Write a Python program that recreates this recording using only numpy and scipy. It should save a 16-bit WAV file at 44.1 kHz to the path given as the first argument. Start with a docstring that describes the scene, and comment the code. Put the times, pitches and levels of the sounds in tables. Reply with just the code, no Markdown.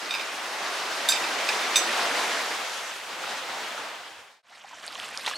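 """A seaside veranda: small waves break and wash up the sand below, a rush of countless bubbles,
while a spoon and a fork tap a plate and all three ring. The microphone turns from table to sea.
This fades out and the water's edge fades in, where someone runs through the shallows.
Each stride throws up spray, drops tick as they land, and trapped bubbles ring.
A faint rumble of sea and breeze lies under both scenes."""
import sys
import numpy as np
from scipy import signal
from scipy.fft import rfft, irfft, next_fast_len
from scipy.io import wavfile

SR = 44100
rng = np.random.default_rng(int(sys.argv[2]) if len(sys.argv) > 2 else 0)


def to_wav(sig):
    """Store sig (one row per channel, or 1-D mono) as 16-bit WAV at the path in sys.argv[1].

    Samples outside -1..1 are clipped; the rate is SR.
    """
    pcm = np.clip(np.atleast_2d(sig), -1, 1) * 32767
    pcm = np.round(pcm).astype(np.int16)
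    wavfile.write(sys.argv[1], SR, pcm.T)  # frames by channels


N = 236876
TIME = np.arange(N) / SR
SCENE_CHANGE_S = 4.425

# waves on the sand: break_s, strength_db, build_db_per_s, retreat_s (to drop the first 10 dB)
WAVES = [(2.029, -29.5, 5, 0.72), (3.245, -38.8, 45, 1.24)]
# little waves that topple along the way: start_s, lift_db
WAVELETS = [(0.02, 5.5), (0.6, 4.5), (1.2, 4), (1.44, 0), (2.08, 1), (3.07, 4), (3.235, 2), (3.48, 3),
            (3.775, 6)]
# the surf's gurgle, wash, hiss and fizz: usual_db, db_per_db_of_swell, wavelet_share, max_fall_db_per_s
SURF_PARTS = [(-53, 1.23, 1.0, 40), (-35, 1.0, 0.46, 30), (-36, 0.98, 0.18, 15), (-45.0, 0.94, 0.087, 10.5)]
# tone of the surf when facing the table, then the sea: pitch_hz, level_db
SURF_FACING_TABLE = [(15, -73), (25, -47), (64, -41.5), (127, -28), (180, -16), (217, -11.5), (301, -6.5),
                     (427, -4.5), (695, 0), (1260, 0), (2000, -2.5), (6050, -12), (11900, -25),
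                     (16000, -37.5)]
SURF_FACING_SEA = [(15, -72), (25, -42), (87, -28), (157, -17), (242, -12.5), (451, -6), (489, -4),
                   (887, 1.5), (1020, -1.5), (1480, -1), (2000, -4), (3340, -6), (7510, -17.5),
                   (14800, -32), (16000, -37)]
# how alike left and right are in the surf (1 = the same): pitch_hz, likeness
SURF_LIKENESS = [(60, 0.67), (150, 0.97), (380, 0.98), (950, 0.84), (2380, 0.68), (5980, 0.65),
                 (15000, 0.41)]
# the notes that plate, spoon and fork ring with: pitch_hz, level_db, ring_s (to fade by 60 dB)
PLATE_NOTES = [(1603, -21.5, 0.34), (2325, -7.5, 0.087), (2428, -8.5, 0.092), (2572, 0, 0.03),
               (3668, -5, 0.039), (4980, -4.5, 0.078), (5150, -7.5, 0.044), (8140, -9.5, 0.11),
               (11000, -23, .1)]
SPOON_NOTES = [(1574, -11, 0.37), (2526, -14, 0.09), (3633, -0.5, 0.12), (3700, 4, 0.029),
               (4660, -10, 0.23), (5030, -10, .2), (5940, -17, 0.24), (6113, -15, .14), (6330, -14.5, 0.48),
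               (7355, -10, 0.36), (7980, -11, 0.29), (8120, -13, 0.23), (9146, -19.5, .13),
               (9880, -5.5, 0.11), (11770, -17, 0.23), (13150, -21, .16), (13975, -21.5, .17)]
FORK_NOTES = [(3608, -1, 0.061), (3684, -2, 0.11), (5933, 1, 0.12), (6440, -5.5, 0.3), (7600, -14.5, .18),
              (7760, -11.5, .19), (7935, -1, .12), (9540, -9.5, 0.2), (9835, -17, .2), (12100, -17.5, .22),
              (14010, -21, .18)]
# cutlery touching the plate: start_s, plate_db, spoon_db, fork_db, top_hz (higher notes ring weakly)
CLINKS = [(.0942, -30, -52, -56, 3500), (.1082, -27, -31, -35, 4830), (.1396, -21.5, -36, -49, 3400),
          (.150, -25, -55, -48, 5200), (0.1962, -26, -38, -51, 3400), (0.212, -30.5, -52, -55, 6500),
          (1.0877, -28, -16.5, -47, 15500), (1.1215, -21, -25.5, -34, 7000), (1.159, -26, -42, -50, 4500),
          (1.2403, -25, -50, -47, 4000), (1.489, -18, -50, -51, 6500), (1.622, -34, -35, -52, 4000),
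          (1.7579, -17, -25, -23, 13500)]
# change from one bounce to the next: plate_db, spoon_db, fork_db
BOUNCE_DB = [-8.5, -7.5, -1.5]
# feet plunging into the water: start_s, level_db, fade_s
STRIDES = [(4.826, -44.5, 0.56), (5.022, -45, 0.15), (5.262, -31, 0.084), (5.279, -33.5, 0.22)]
# gurgle, wash, hiss and fizz of the shallows: lapping_db, churned_db
SHALLOWS_PARTS = [(-70, -58.5), (-51.5, -41.5), (-54, -44), (-63.5, -51)]
# tone of the shallows: pitch_hz, level_db
SHALLOWS_TONE = [(15, -73), (25, -41), (270, -14.5), (317, -14.5), (384, -17), (416, -13), (659, -4),
                 (1370, -3), (3080, -0.5), (8140, -10), (14000, -25.5), (16000, -41)]
# how alike left and right are in the shallows: pitch_hz, likeness
SHALLOWS_LIKENESS = [(60, 0.97), (240, 1), (950, 0.9), (3770, 0.96), (15000, 0.78)]
# the loudest single drops and bubbles: start_s, level_db, pitch_hz, cycles_until_gone
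PLOPS = [(3.238, -24, 1390, 42), (3.778, -23.5, 1390, 42), (4.645, -30.5, 773, 24), (4.730, -35.5, 920, 40),
         (4.866, -16, 8900, 15), (4.879, -17, 4370, 18), (4.9539, -13.5, 3050, 11),
         (4.957, -27.5, 1058, 24), (4.9995, -14.5, 3060, 15), (5.175, -6.5, 4970, 9.6),
         (5.263, -14, 3500, 25), (5.2676, -12, 3920, 17), (5.2765, -9.5, 930, 8.8),
         (5.2777, -11.5, 2280, 16), (5.312, -18, 1130, 15), (5.335, -22.5, 1660, 34),
         (5.343, -33, 4050, 190), (5.356, -27, 4320, 300)]
# deep rumble of the open air: time_s, level_db
RUMBLE_LEVELS = [(0, -88), (1.2, -85), (2.6, -75), (3.75, -80), (4.2, -66), (4.6, -92), (5.37, -87)]


def surf(usual_db=-35, turn_s=(2.3, 3.5)):
    """Waves rush and gurgle, deeper when stronger; the tone shifts as the microphone turns to the sea."""
    gurgle = bubbles(per_s=700, cycles=29, low_hz=279.3, high_hz=2022, spread_db=3.5, pitches=24)
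    fizzing = rush(SURF_LIKENESS, patchy_db=1.0, flicker_hz=14) + from_db(-16.5) * gurgle
    swell, lift = wave_strength() - usual_db, wavelets()
    levels = [db + follows * foam(swell, fall) + share * lift for db, follows, share, fall in SURF_PARTS]
    turned = np.interp(TIME, turn_s, [0, 1])
    facing_table = water(fizzing, SURF_FACING_TABLE, levels)
    facing_sea = water(fizzing, SURF_FACING_SEA, levels)
    return (1 - turned) * facing_table + turned * facing_sea


def wave_strength(lull_db=-44):
    """Each wave builds, breaks and retreats ever faster into a steady lull; gives dB."""
    power = from_db(lull_db) ** 2
    for break_s, db, build, retreat_s in WAVES:
        building_db = build * np.maximum(break_s - TIME, 0)
        retreating_db = 10 * (np.maximum(TIME - break_s, 0) / retreat_s) ** 2
        power = power + from_db(db - building_db - retreating_db) ** 2
    return 10 * np.log10(power)


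def wavelets(topple_s=0.01, settle_s=0.16):
    """Each little wave lifts the surf for a moment as it topples; gives dB."""
    return sum(db * np.clip((TIME - start_s) / topple_s, 0, 1) * np.exp(-abs(TIME - start_s) / settle_s)
               for start_s, db in WAVELETS)


def foam(level_db, db_per_s):
    """Foam goes on bursting behind a wave, so the level falls no faster than the given rate."""
    return np.maximum.accumulate(level_db + db_per_s * TIME) - db_per_s * TIME


def tableware(crack_db=-6, crack_s=0.1, uneven_db=1.2, free_s=0.031, damped_s=0.085):
    """Each touch gives a gritty crack and sets plate, spoon and fork ringing."""
    out, t = np.zeros((2, N)), TIME[:SR // 3]
    notes = np.array(PLATE_NOTES + SPOON_NOTES + FORK_NOTES)
    owner = np.repeat(np.arange(3), [len(PLATE_NOTES), len(SPOON_NOTES), len(FORK_NOTES)])
    hz, note_db, ring_s = notes.T[:, :, None]
    sides = np.array([1, -1])[:, None, None]
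    tilt_db, lag = rng.normal(size=(2, len(notes), 1))   # each note spreads left and right its own way
    phase = 2 * np.pi * (hz * t + rng.random((len(notes), 1))) + 0.12 * sides * lag
    rings = from_db(note_db + sides * (tilt_db - 3.0) / 2) * dying(t, ring_s) * np.sin(phase)
    rings *= dying(np.maximum(t - free_s, 0), damped_s)   # the fingers soon touch and stop the ringing
    for start_s, levels, top_hz in touches():
        softness = 1 / np.sqrt(1 + (hz[:, 0] / top_hz) ** 6)   # a glancing touch misses the high notes
        strength = softness * from_db(levels[owner] + uneven_db * rng.normal(size=len(notes)))
        grit = rng.standard_normal(len(t)) + .5 * rng.standard_normal((2, len(t)))
        crack_band_hz = [1800, np.clip(0.62 * top_hz, 2800, 13500)]
        crack = filtered(grit * dying(t, crack_s), 1, crack_band_hz, "band")
        add(out, start_s, strength @ rings + from_db(max(levels) + crack_db) * crack)
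    return filtered(out, 4, 1300, "high")   # small things give off no bass


def touches(bounce_s=0.008):
    """The cutlery lands and bounces twice, weaker each time."""
    for start_s, *levels, top_hz in CLINKS:
        gap_s = bounce_s * (1 + .06 * rng.normal())
        for bounce in range(3):
            yield start_s + bounce * gap_s, np.array(levels) + bounce * np.array(BOUNCE_DB), top_hz


def shallows(churn_s=(4.675, 5.01)):
    """A runner churns up lapping water: falling spray patters, and each stride adds a burst of it."""
    drops = bubbles(per_s=1400, cycles=14, low_hz=450, high_hz=13100, spread_db=2.5, pitches=36)
    spray = rush(SHALLOWS_LIKENESS, patchy_db=3.0, flicker_hz=28) + from_db(-5.5) * drops
    levels = [np.interp(TIME, churn_s, part) for part in SHALLOWS_PARTS]
    bursts = sum(from_db(db) * dying(TIME - start_s, fade_s) for start_s, db, fade_s in STRIDES)
    splash = unit_level(shaped(spray, lambda hz: from_db(at_hz(SHALLOWS_TONE, hz))))
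    return panned(water(spray, SHALLOWS_TONE, levels) + bursts * splash, left_db=-1.1)


def plops(rise=0.13, tick_db=-14, tick_cycles=8):
    """A drop lands with a tick; the bubble it traps rings and climbs in pitch as it nears the surface."""
    out, t = np.zeros((2, N)), TIME[:SR // 8]
    for start_s, db, hz, cycles in PLOPS:
        life_s = cycles / hz
        phase = 2 * np.pi * hz * t * (1 + .5 * rise * np.minimum(t / life_s, 2))
        bubble = (1 - np.exp(-t * hz)) * dying(t, life_s) * np.sin(phase)
        noise = filtered(rng.standard_normal(len(t)), 2, [.5 * hz, min(2 * hz, 11000)], "band")
        tick = unit_level(noise) * dying(t, tick_cycles / hz)
        plop = from_db(db) * (bubble + from_db(tick_db) * tick)
        add(out, start_s, panned(plop, left_db=1.7 * rng.normal() - 1))
    return filtered(out, 2, [300, 10000], "band")


def water(source, tone, levels_db):
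    """Big air pockets gurgle, middling ones wash, small ones hiss and the finest fizz."""
    sound = shaped(source, lambda hz: from_db(at_hz(tone, hz)))
    below = [shaped(sound, lambda hz: 1 / (1 + (hz / edge_hz) ** 6)) for edge_hz in (400, 2000, 6000)]
    parts = np.diff([0 * sound, *below, sound], axis=0)
    return sum(unit_level(part) * from_db(db) for part, db in zip(parts, levels_db))


def bubbles(per_s, cycles, low_hz, high_hz, spread_db, pitches, uneven_db=3.0):
    """Nearby bubbles of uneven size ring briefly; each pitch has its own place from left to right."""
    out = 0
    for hz in np.geomspace(low_hz, high_hz, pitches):
        when, size, sign = rng.random((int(per_s * N / SR / pitches) + 1, 3)).T
        heights = from_db(uneven_db * np.minimum(-np.log(1 - size), 4.5))   # many weak, a few strong
        clicks = np.zeros(N)
        clicks[(when * N).astype(int)] = heights * np.sign(sign - .5)
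        ringing = np.sqrt(hz) * unit_level(ring(clicks, hz, cycles / hz))
        out = out + panned(ringing, spread_db * rng.normal())
    return unit_level(out)


def rush(likeness, patchy_db, flicker_hz):
    """Countless far bubbles merge into a hiss whose level flickers in patches of pitch."""
    out, shared_drift = 0, drift(rate_hz=6)
    edges_hz, size = np.geomspace(20, 18000, 18), next_fast_len(N)
    middle, side = rfft(rng.standard_normal((2, size)))
    hz = np.fft.rfftfreq(size, 1 / SR)
    alike = np.clip(at_hz(likeness, hz + 1), 0, .99)
    stereo = np.sqrt(1 + alike) * middle + np.sqrt(1 - alike) * side * [[1], [-1]]
    for low, high in zip(edges_hz, edges_hz[1:]):
        band = irfft(stereo * ((hz >= low) & (hz < high)), size)[:, :N]
        out = out + band * from_db(patchy_db * (.5 * shared_drift + drift(flicker_hz)))
    return unit_level(out)


def veranda(sound, echo_db=-9.0, fade_s=0.43, delay_s=.004):
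    """Table, wall and roof send back a short scatter of echoes."""
    t = TIME[:SR // 3]
    echoes = rng.standard_normal((2, len(t))) * dying(t - delay_s, fade_s)
    echoes /= np.sqrt(np.sum(echoes ** 2, axis=1, keepdims=True))
    return sound + from_db(echo_db) * signal.fftconvolve(sound, echoes, axes=1)[:, :N]


def rumble(low_hz=65, high_hz=125):
    """Sea and breeze make a faint, deep noise."""
    noise = rng.standard_normal(N) + 0.6 * rng.standard_normal((2, N))
    deep = shaped(noise, lambda hz: 1 / np.sqrt((1 + (low_hz / hz) ** 6) * (1 + (hz / high_hz) ** 8)))
    return unit_level(deep) * from_db(np.interp(TIME, *np.transpose(RUMBLE_LEVELS)))


def drift(rate_hz):
    """A smooth random wander, about 1 in size."""
    step, warm_up = 40, 2000
    keep = np.exp(-2 * np.pi * step * rate_hz / SR)
    noise = rng.standard_normal(N // step + warm_up + 2)
    slow = signal.lfilter([1], [1, -2 * keep, keep * keep], noise)[warm_up:]
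    return np.interp(np.arange(N) / step, np.arange(len(slow)), unit_level(slow))


def ring(clicks, hz, fade_s):
    """Each click starts a pure tone that dies away."""
    keep, angle = np.exp(-np.log(1000) / (fade_s * SR)), 2 * np.pi * hz / SR
    return signal.lfilter([0, np.sin(angle)], [1, -2 * keep * np.cos(angle), keep ** 2], clicks + 1e-18)


def dying(t, fade_s):
    """Starts at t = 0 and falls by 60 dB every fade_s."""
    return (t >= 0) * np.exp(-np.log(1000) * np.clip(t / fade_s, 0, 10))


def shaped(sound, gain):
    """Turn each pitch up or down by gain(hz)."""
    size = next_fast_len(N + 4096)
    hz = np.maximum(np.fft.rfftfreq(size, 1 / SR), 1)
    return irfft(rfft(sound, size) * gain(hz), size)[..., :N]


def filtered(sound, steepness, hz, kind):
    """Keep a band of pitches, or the high ones."""
    return signal.sosfilt(signal.butter(steepness, hz, kind, fs=SR, output="sos"), sound + 1e-18)


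def at_hz(table, hz):
    """Read between a table's rows at any pitch."""
    pitches, values = np.transpose(table)
    return np.interp(np.log(hz), np.log(pitches), values)


def panned(sound, left_db):
    """Make the left side left_db louder than the right."""
    return sound * from_db([[left_db / 2], [-left_db / 2]])


def add(out, start_s, sound):
    """Mix in a short sound."""
    i = int(start_s * SR)
    out[..., i:i + sound.shape[-1]] += sound[..., :N - i]


def from_db(db):
    """Turn decibels into a multiplier."""
    return 10 ** (np.asarray(db) / 20)


def unit_level(sound):
    """Scale to an average power of 1."""
    return sound / np.sqrt(np.mean(sound ** 2) + 1e-20)


def scene(fade_out_s=0.66, fade_in_s=0.15):
    """The veranda fades to silence, then the shallows fade in."""
    fade_out = np.clip((SCENE_CHANGE_S - TIME) / fade_out_s, 0, 1)
    fade_in = np.clip((TIME - SCENE_CHANGE_S) / fade_in_s, 0, 1)
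    at_table = surf() + veranda(tableware())
    return fade_out * at_table + fade_in * shallows() + (fade_out + fade_in) * rumble() + plops()


def record(dry):
    """The highest treble, above 15900 Hz, is cut steeply."""
    return shaped(dry, lambda hz: 1 / np.sqrt(1 + (hz / 15900) ** 400))


dry = scene()
out = record(dry)
to_wav(out)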